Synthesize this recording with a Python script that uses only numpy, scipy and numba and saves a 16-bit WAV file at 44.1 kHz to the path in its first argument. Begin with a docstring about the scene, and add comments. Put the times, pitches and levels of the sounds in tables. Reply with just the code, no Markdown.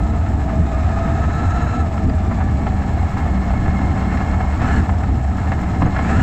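"""Electric off-road truck on gravel

A small electric truck runs over gravel, heard through a camera clamped to its roof.
The motor shaft hums as drifting sines; gear teeth whine as blurred multiples of the mesh pitch.
Swelling noise and ticks rattle and rasp in the chassis, spray hisses, stones knock and pebbles ping.
Filtered noise makes the rumbling mount, tyre roar and drumming shell; tyre lugs drone below the whine.
Twice the wheels break loose: the pitch leaps and the load rises. A gain control evens the level."""
import sys
import numpy as np
from scipy import signal
from scipy.fft import rfft, irfft, next_fast_len
from scipy.io import wavfile
from scipy.ndimage import uniform_filter1d
from numba import njit

SR = 44100
rng = np.random.default_rng(int(sys.argv[2]) if len(sys.argv) > 2 else 0)


def convert_level_to_amplitude(level_db):
    """Map a level in decibels to its linear amplitude factor."""
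    exponent = np.asarray(level_db, float) / 20
    return 10 ** exponent


def file_out(sig):
    """Save sig as 16-bit WAV at sys.argv[1]."""
    # one column per channel
    cols = np.atleast_2d(sig).T
    # limit, then scale
    lim = np.clip(cols, -1, 1)
    pcm = np.round(lim * 32767).astype(np.int16)
    wavfile.write(sys.argv[1], SR, pcm)


N = 274302  # length in samples
CRUISE_HZ = 190  # shaft speed from which speed effects count
TURNS_PER_WHEEL_TURN = 13.6  # shaft turns


def level(x, db):
    """Set the rms level."""
    return x * convert_level_to_amplitude(db) / np.sqrt(np.mean(x ** 2))


def play(table):
    """The columns of a table after its time column, one value per sample."""
    s, *columns = np.transpose(table)
    return [np.interp(np.arange(N) / SR, s, c) for c in columns]


def walk(rate):
    """Random levels held 1 / rate s and slewed twice; spread 1."""
    hold = max(int(SR / rate), 1)
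    steps = np.repeat(rng.standard_normal(N // hold + 1), hold)
    slewed = uniform_filter1d(uniform_filter1d(steps, hold), hold)[:N]
    return slewed / slewed.std()


def pitch_drift(width_hz, smooth):
    """Random phase walk in radians that spreads a tone over width_hz; smooth is in samples."""
    drift = np.cumsum(np.sqrt(2 * np.pi * width_hz / SR) * rng.standard_normal(N))
    return uniform_filter1d(drift, size=smooth)


def swell(start, rise, hold, fall):
    """A shape from 0 to 1 and back: rise, hold, fall in s."""
    corners = start + np.cumsum([0, rise, max(hold, 0), fall])
    return np.interp(np.arange(N) / SR, corners, [0, 1, 1, 0])


def resonance(hz, centre, width):
    """Bell that is 1 at the centre and 1/2 half a width away."""
    return 1 / (1 + (2 * (hz - centre) / width) ** 2)


def colour(x, points, modes=()):
    """Causal minimum-phase filter with the given spectrum and resonances."""
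    size = 8192
    f = np.arange(size // 2 + 1) * SR / size + 1
    hz, db = np.transpose(points)
    gain_db = np.interp(np.log(f), np.log(hz), db)
    for centre, width, lift in modes:
        gain_db = gain_db + lift * resonance(f, centre, width)
    # folding the cepstrum onto positive time makes the response causal
    cepstrum = irfft(np.log(convert_level_to_amplitude(gain_db)))
    cepstrum[1:size // 2] *= 2
    cepstrum[size // 2 + 1:] = 0
    return signal.fftconvolve(x, irfft(np.exp(rfft(cepstrum))))[:N]


@njit
def band(x, hz, width):
    """State-variable band-pass."""
    out, band_state, low_state = np.empty(len(x)), 0., 0.
    g, damping = np.tan(np.pi * hz / SR), width / hz
    for i in range(len(x)):
        v = (band_state + g * (x[i] - low_state)) / (1 + g * (g + damping))
        band_state = 2 * v - band_state
        low_state = low_state + 2 * g * v
        out[i] = damping * v
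    return out


@njit
def follower(x, attack, release):
    """Envelope that rises fast and falls slowly."""
    envelope, out = abs(x[0]) + .15, np.empty(len(x))
    for i in range(len(x)):
        envelope += (abs(x[i]) - envelope) * (attack if abs(x[i]) > envelope else release)
        out[i] = envelope
    return out


# course of the drive: start_s, shaft_hz, gear_load_db, gravel_looseness_db
DRIVE = [(0, 229.3, 1.5, -3.5), (.3, 223, -5.5, -2), (.6, 215.9, 0, -2), (.85, 219, 4, 0.5),
         (1.25, 228.8, 6.5, 1.5), (1.6, 234.2, 10.5, 0.5), (1.8, 234, 8.5, -1.5), (1.9, 221, -5.5, -2),
         (2.3, 209.1, 1, -2.5), (2.6, 200.6, -4, -1.5), (3.0, 194, -6.5, 0.5), (3.3, 190.6, -6, 0.5),
         (3.7, 190, -2, 1), (4.1, 190.1, -2.5, 3), (4.5, 189.3, -4.5, 1), (4.9, 197.1, -9, -0.5),
         (5.3, 187, -21, -3), (5.5, 188.4, -8.5, 1.5), (5.7, 182.8, -14, 0), (5.97, 187.9, -4, 3.5),
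         (6.22, 189.2, 2.5, 3)]
# wheels breaking loose under throttle: start_s, spin_up_s, length_s, speed_gain_hz, load_gain_db
WHEELSPIN = [(4.563, .12, .22, 65.23, 15.5), (6.009, .18, .3, 69.5, 8)]
SPIN_DOWN_S, BITE_S, SPRAY_PER_LOAD = .12, 0.09, 0.41  # the last is gravel dB per dB of load gain


def drive():
    """Shaft speed, gear load and gravel looseness, with the wheelspins on top."""
    turns, load_db, gravel_db = play(DRIVE)
    for start, rise, length, gain_hz, gain_db in WHEELSPIN:
        turns = turns + gain_hz * swell(start, rise, length - rise, SPIN_DOWN_S)
        bite_db = gain_db * swell(start, BITE_S, length - BITE_S, BITE_S)
        load_db = load_db + bite_db
        gravel_db = gravel_db + SPRAY_PER_LOAD * bite_db
    return turns, load_db, gravel_db


def spin():
    """Shaft speed in Hz that the wheelspins add to the steady drive."""
    return drive()[0] - play(DRIVE)[0]


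# ringing modes of the chassis: pitch_hz, width_hz, lift_db
CHASSIS = [(670, 80, 5), (762, 90, 7), (1305, 90, 7), (1705, 90, 7), (1795, 100, 5), (2140, 120, 6),
           (2700, 260, 3), (4130, 300, 5.5), (5310, 200, 5), (6750, 300, 3), (7170, 300, 5), (7690, 150, 5)]
# broad colour from chassis to camera: pitch_hz, gain_db
HOUSING = [(300, -17), (450, -2), (600, -2.5), (850, 2), (1050, 0.5), (1500, -5.5), (2000, -10),
           (3150, -22.5), (3700, -27), (4500, -31), (6150, -33), (8000, -30.5), (8500, -45.5),
           (10000, -55.5), (13000, -44), (15000, -54.5)]


def chassis(force):
    """What the chassis and the camera housing make of a force."""
    return colour(force, HOUSING, CHASSIS)


def treble(x):
    """The part above the chassis' main modes."""
    return signal.sosfilt(signal.butter(3, 3600, "high", fs=SR, output="sos"), x)


def surge(ticks_db):
    """Noise and dense ticks that swell and sink at random, as over bumps."""
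    ticks = (rng.random(N) < 1500 / SR) * rng.standard_normal(N)  # about 1500 a second
    ticks = ticks * convert_level_to_amplitude(2.9 * rng.standard_normal(N))
    bumps_db = 1.4 * walk(35) + 1.3 * walk(70)
    bumps_db = bumps_db - uniform_filter1d(bumps_db, size=SR // 9)
    # spinning wheels scrape evenly
    bumps_db = bumps_db * np.exp(-spin() / 30)
    return (level(rng.standard_normal(N), 0) + level(ticks, ticks_db)) * convert_level_to_amplitude(bumps_db)


# spectrum of the tyre roar: pitch_hz, relative_level_db (per Hz)
GROUND = [(9, -39), (18, -9.5), (28, -5.5), (37, -9), (47, -20.5), (60, -7), (80, -1.5), (157, -8.5),
          (201, -8.5), (304, -13.5), (378, -23.5), (434, -22.5), (506, -35.5), (600, -44), (1300, -120)]
# lower and upper mode of the camera mount: pitch_hz, width_hz (of the first filter pass)
MOUNT = [(63., 14.4), (81., 16.3)]
# moments when the rumble happens to swell or dip: peak_s, lower_mode_db, upper_mode_db, tyre_roar_db
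RUMBLE_SWELLS = [(.03, 8.5, -4, 0.5), (.22, 2, 8, -1.5), (.33, -11, 4.5, 2.5), (.6, 5, 9, 5.5),
                 (.85, 6, 3.5, 0), (1.231, 4, -0.5, -2.5), (1.47, -15, 10, -1.5), (1.64, -3, 6, -0.5),
                 (1.87, -4, 4, 1.5), (2.061, 2.5, 2, 9.5), (2.27, 6.5, 6.5, 1.5), (2.55, 5, 2.5, 0.5),
                 (2.89, -8, 5.5, 0), (2.94, 6.5, 4, -2), (3.3, 4, -4.5, -0.5), (3.52, 9, -4, -3.5),
                 (3.68, 2, -7, 4), (4.12, 3, -4, 1.5), (4.25, 2.5, -0.5, -5), (4.38, 1, 5, -4.5),
                 (4.49, 5, 2.5, -7), (4.78, 2.5, 8, 4.5), (4.918, 7.5, 6.5, 0), (5.11, 7, 4.5, 5.5),
                 (5.259, 9, -7, -4), (5.45, -7, 0.5, -1), (5.84, 0.5, -14, 9), (6.17, -7, -2, 5)]
SWELL_RISE_S, SWELL_FALL_S = .04, 0.066
ROCK_DB, ROAR_DB, ROAR_PER_GRAVEL = -20, -17, 0.41  # rms before swells and gravel; dB per dB


def ground():
    """The mount rocks at its own low pitches under a tyre roar; their levels waver by chance."""
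    shapes = [swell(s - SWELL_RISE_S, SWELL_RISE_S, 0, SWELL_FALL_S) for s, *_ in RUMBLE_SWELLS]
    *rock_db, roar_db = np.array(RUMBLE_SWELLS)[:, 1:].T @ np.array(shapes)
    roar = colour(rng.standard_normal(N) * convert_level_to_amplitude(1.37 * walk(10)), GROUND)
    out = level(roar, ROAR_DB) * convert_level_to_amplitude(roar_db + ROAR_PER_GRAVEL * drive()[2])
    for (hz, width), db in zip(MOUNT, rock_db):
        rock = band(band(rng.standard_normal(N), hz, width), hz, 1.7 * width)
        # the sway is kept going, so it seldom dies away
        sway = np.abs(signal.hilbert(rock, next_fast_len(N))[:N])
        rock = band(rock / sway ** 1.12, hz, 2.8 * width)
        out = out + level(rock, ROCK_DB) * convert_level_to_amplitude(db + 1.95 * walk(14))
    return out


def shell():
    """The body shell drums steadily in its lowest modes: filtered, gently wavering noise."""
    spectrum = [(400, -27.0), (600, -2.0), (850, -0.5), (1100, -25.5), (4000, -100)]
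    drum = colour(rng.standard_normal(N) * convert_level_to_amplitude(0.5 * walk(12)), spectrum, CHASSIS)
    return level(drum, -30)


LUGS_PER_WHEEL, LUG_BLUR_HZ = 18, 25
LUG_DB, LUG_DB_PER_HZ = -36.5, 0.1471  # peak level at cruising speed, and its rise with shaft speed


def lugs():
    """Tyre lugs beat the ground at a blurred pitch that follows the steady speed."""
    turns = play(DRIVE)[0]
    lug_hz = turns * LUGS_PER_WHEEL / TURNS_PER_WHEEL_TURN
    phase = 2 * np.pi * np.cumsum(lug_hz) / SR + pitch_drift(LUG_BLUR_HZ, smooth=200)
    lug_db = LUG_DB + LUG_DB_PER_HZ * (turns - CRUISE_HZ) + 1.6 * walk(24)
    return convert_level_to_amplitude(lug_db) * np.sin(phase)


RATTLE_DB, SPRAY_DB = -29, -44  # rms before gravel and wheelspin
SPRAY_PER_GRAVEL, SPRAY_SPIN_DB_PER_HZ = 0.34, 0.0372  # dB per dB; dB per Hz of wheelspin


def rattle():
    """Loose parts and grit shake the chassis, with gravel spray hissing above them."""
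    gravel_db = drive()[2]
    force = surge(ticks_db=-4.0)
    body = level(chassis(force - treble(force)), RATTLE_DB) * convert_level_to_amplitude(gravel_db)
    # coarse and fine grit fly separately
    coarse = signal.sosfilt(signal.butter(3, 6300, "low", fs=SR, output="sos"), surge(ticks_db=-1.5))
    fine = signal.sosfilt(signal.butter(3, 6300, "high", fs=SR, output="sos"), surge(ticks_db=-1.5))
    spray = level(chassis(treble(0.32 * force + coarse + fine)), SPRAY_DB)
    return body + spray * convert_level_to_amplitude(SPRAY_PER_GRAVEL * gravel_db + SPRAY_SPIN_DB_PER_HZ * spin())


RASP_DB, RASP_PER_LOAD, RASP_PER_GRAVEL = -42, 0.6, 1.58  # rms before load and gravel; dB per dB


def gearbox():
    """The gear case rasps in its own modes under load and over loose gravel."""
    _, load_db, gravel_db = drive()
    case = [(300, -59.5), (1050, -19.5), (1300, 6.0), (1700, 11.0), (2200, -4.5),
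            (2600, -14.5), (9000, -77.0)]
    rasp = colour(surge(ticks_db=-10.5), case, CHASSIS)
    return level(rasp, RASP_DB) * convert_level_to_amplitude(RASP_PER_LOAD * load_db + RASP_PER_GRAVEL * gravel_db)


# small pebbles on the shell: start_s, pitch_hz, peak_db
PINGS = [(2.096, 4800, -36), (4.763, 4300, -33), (5.86, 6530, -38)]
PING_FALL_S = .002  # also the time to the peak


def pings():
    """Pebbles ring the shell briefly and brightly: sines that swell and die within milliseconds."""
    out, t = np.zeros(N + SR), np.arange(int(.02 * SR)) / SR
    envelope = t / PING_FALL_S * np.exp(1 - t / PING_FALL_S)
    for s, hz, db in PINGS:
        start = int(s * SR)
        out[start:start + len(t)] += convert_level_to_amplitude(db) * envelope * np.sin(2 * np.pi * hz * t)
    return out[:N]


# flung stones: start_s, force_db, hardness_db (treble of the crunch)
STONES = [(0.061, -11, -1), (0.485, -8, -15), (0.985, -12, 0), (1.18, -11, 6), (1.235, -7.5, -9),
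          (1.572, -6.5, -2), (1.666, -5, -5), (1.976, -6.5, 7), (2.094, -10, 11), (2.31, -5.5, -12),
          (2.384, -13, 0), (2.402, -2, -11), (2.665, -1.5, 2), (3.166, -7, -10), (3.214, -11, -15),
          (3.533, -7, -8), (3.657, -5.5, -2), (3.679, -8, 5), (3.785, -8.5, -11), (4.171, -7.5, 15),
          (4.4, -2.5, -12), (4.615, -3, 7), (4.891, -1, 1), (5.033, -3, 4), (5.379, -6, -8), (5.517, -1, 3),
          (5.623, -9, -14), (5.818, 3.5, 1), (5.853, -3, -24), (5.962, -1, 9), (5.988, -3.5, 10),
          (6.091, -1.5, -1), (6.195, -5, 10)]
STONE_TOP_HZ = 4000
CRUNCH_RISE_S, CRUNCH_FALL_S = .0028, .0088  # at hardness 0
SOFTER_LASTS_LONGER = .35  # dB of crunch length per dB of softness


def stones():
    """Flung stones knock the chassis: a crunch of several ms, brighter when the stone is hard."""
    force, t = np.zeros(N + SR), np.arange(int(.05 * SR)) / SR
    cracks = rng.standard_normal((len(STONES), len(t)))
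    for (s, db, hard_db), crack in zip(STONES, cracks):
        stretch = convert_level_to_amplitude(-SOFTER_LASTS_LONGER * hard_db)
        rise = 1 - np.exp(-t / (CRUNCH_RISE_S * stretch))
        burst = crack * np.exp(-t / (CRUNCH_FALL_S * stretch)) * rise
        dull = uniform_filter1d(burst, size=9)
        start = int(s * SR)
        force[start:start + len(t)] += convert_level_to_amplitude(db) * (dull + convert_level_to_amplitude(hard_db) * (burst - dull))
    return chassis(signal.sosfilt(signal.butter(2, STONE_TOP_HZ, fs=SR, output="sos"), force[:N]))


# shaft tones: rms level, and lift near the pitch where frame or chassis rings
HUM_DB, HUM_LIFT_DB, FRAME_HZ, FRAME_WIDTH_HZ = -33.5, 10.5, 190, 33
HUM_PER_LOAD = .3  # dB per dB
HUM_SPIN_DB_PER_HZ = 0.2043  # freely spinning wheels shake the shaft harder
SECOND_DB, SECOND_DB_PER_HZ = -50, 0.1942  # at cruising speed, and its rise with speed
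THIRD_DB, THIRD_LIFT_DB, THIRD_HZ, THIRD_WIDTH_HZ, THIRD_PER_LOAD = -53, 22, 663, 150, 0.48


def hum(phase):
    """The unbalanced shaft hums at its turning rate and twice and three times that."""
    turns = drive()[0]
    steady_hz, steady_load_db, _ = play(DRIVE)
    first_db = HUM_DB + HUM_PER_LOAD * steady_load_db + HUM_SPIN_DB_PER_HZ * spin()
    first_db = first_db + HUM_LIFT_DB * resonance(turns, FRAME_HZ, FRAME_WIDTH_HZ)
    second_db = SECOND_DB + SECOND_DB_PER_HZ * (steady_hz - CRUISE_HZ)
    third_db = THIRD_DB + THIRD_PER_LOAD * steady_load_db
    third_db = third_db + THIRD_LIFT_DB * resonance(3 * turns, THIRD_HZ, THIRD_WIDTH_HZ)
    first = convert_level_to_amplitude(first_db + 2.5 * walk(16)) * np.sin(phase + .55 * walk(25))
    second = convert_level_to_amplitude(second_db + 3 * walk(20)) * np.sin(2 * phase + 1.2 * walk(30))
    third = convert_level_to_amplitude(third_db + 2.5 * walk(30)) * np.sin(3 * phase + 1.3 * walk(45))
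    return np.sqrt(2) * (first + second + third)


# tones of the gear mesh: multiple, level_db (before load and chassis)
WHINE = [(1, 0), (2, 4), (3, 7.5), (4, 7), (5, 10), (6, 6)]
WHINE_DB, TEETH_PER_TURN = -37.5, 5.65  # mesh cycles per shaft turn
# with speed the gear pitch blurs and the even multiples fade
BLUR_HZ, BLUR_PER_HZ, SPIN_BLUR_PER_HZ = 17, 0.55, .55
BLUR_GROWTH = .78  # power of the multiple
EVEN_DB, EVEN_DB_PER_HZ, EVEN_SPIN_DB_PER_HZ = 5.5, -0.24, -.03


def whine(phase):
    """Gear teeth whine through the chassis at multiples of the mesh pitch, louder under load."""
    load_db = drive()[1]
    above_cruise_hz, spin_hz = play(DRIVE)[0] - CRUISE_HZ, spin()
    # backlash lets the mesh drift at random, which blurs the higher multiples most
    blur_hz = np.maximum(BLUR_HZ + BLUR_PER_HZ * above_cruise_hz + SPIN_BLUR_PER_HZ * spin_hz, 1)
    drift = pitch_drift(blur_hz, smooth=12)
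    mesh = TEETH_PER_TURN * phase
    even_db = EVEN_DB + EVEN_DB_PER_HZ * above_cruise_hz + EVEN_SPIN_DB_PER_HZ * spin_hz
    # the load on the teeth throbs once a wheel turn
    throb_db = 2.5 * np.cos(phase / TURNS_PER_WHEEL_TURN + .8 * walk(4))
    teeth = np.zeros(N)
    for k, db in WHINE:
        tone_db = db + (k % 2 == 0) * even_db + throb_db + 2.0 * walk(60)
        teeth += convert_level_to_amplitude(tone_db) * np.sin(k * mesh + k ** BLUR_GROWTH * drift)
    return chassis(convert_level_to_amplitude(WHINE_DB + load_db) * teeth)


def motor():
    """One slightly unsteady shaft rotation drives both the hum and the gear whine."""
    phase = 2 * np.pi * np.cumsum(drive()[0] * (1 + .006 * walk(15))) / SR
    return hum(phase) + whine(phase)


def scene():
    """All sources add up at the one microphone."""
    return (ground() + shell() + lugs() + rattle() + gearbox() + pings() + stones() + motor())[None]


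def low_pass(x):
    """Removes everything above the highest recorded frequency."""
    return signal.sosfilt(signal.butter(12, 15290, fs=SR, output="sos"), x)


def record(dry):
    """Quick gain control, then soft rounding of peaks."""
    loudness = follower(dry[0], 1 / (0.0043 * SR), 1 / (.06 * SR))  # attack 4.3 ms, release 60 ms
    held = dry * (.16 / loudness) ** 0.24
    rounded = np.tanh(1.033 * held) / 1.268
    return low_pass(rounded)


dry = scene()
out = record(dry)
file_out(out)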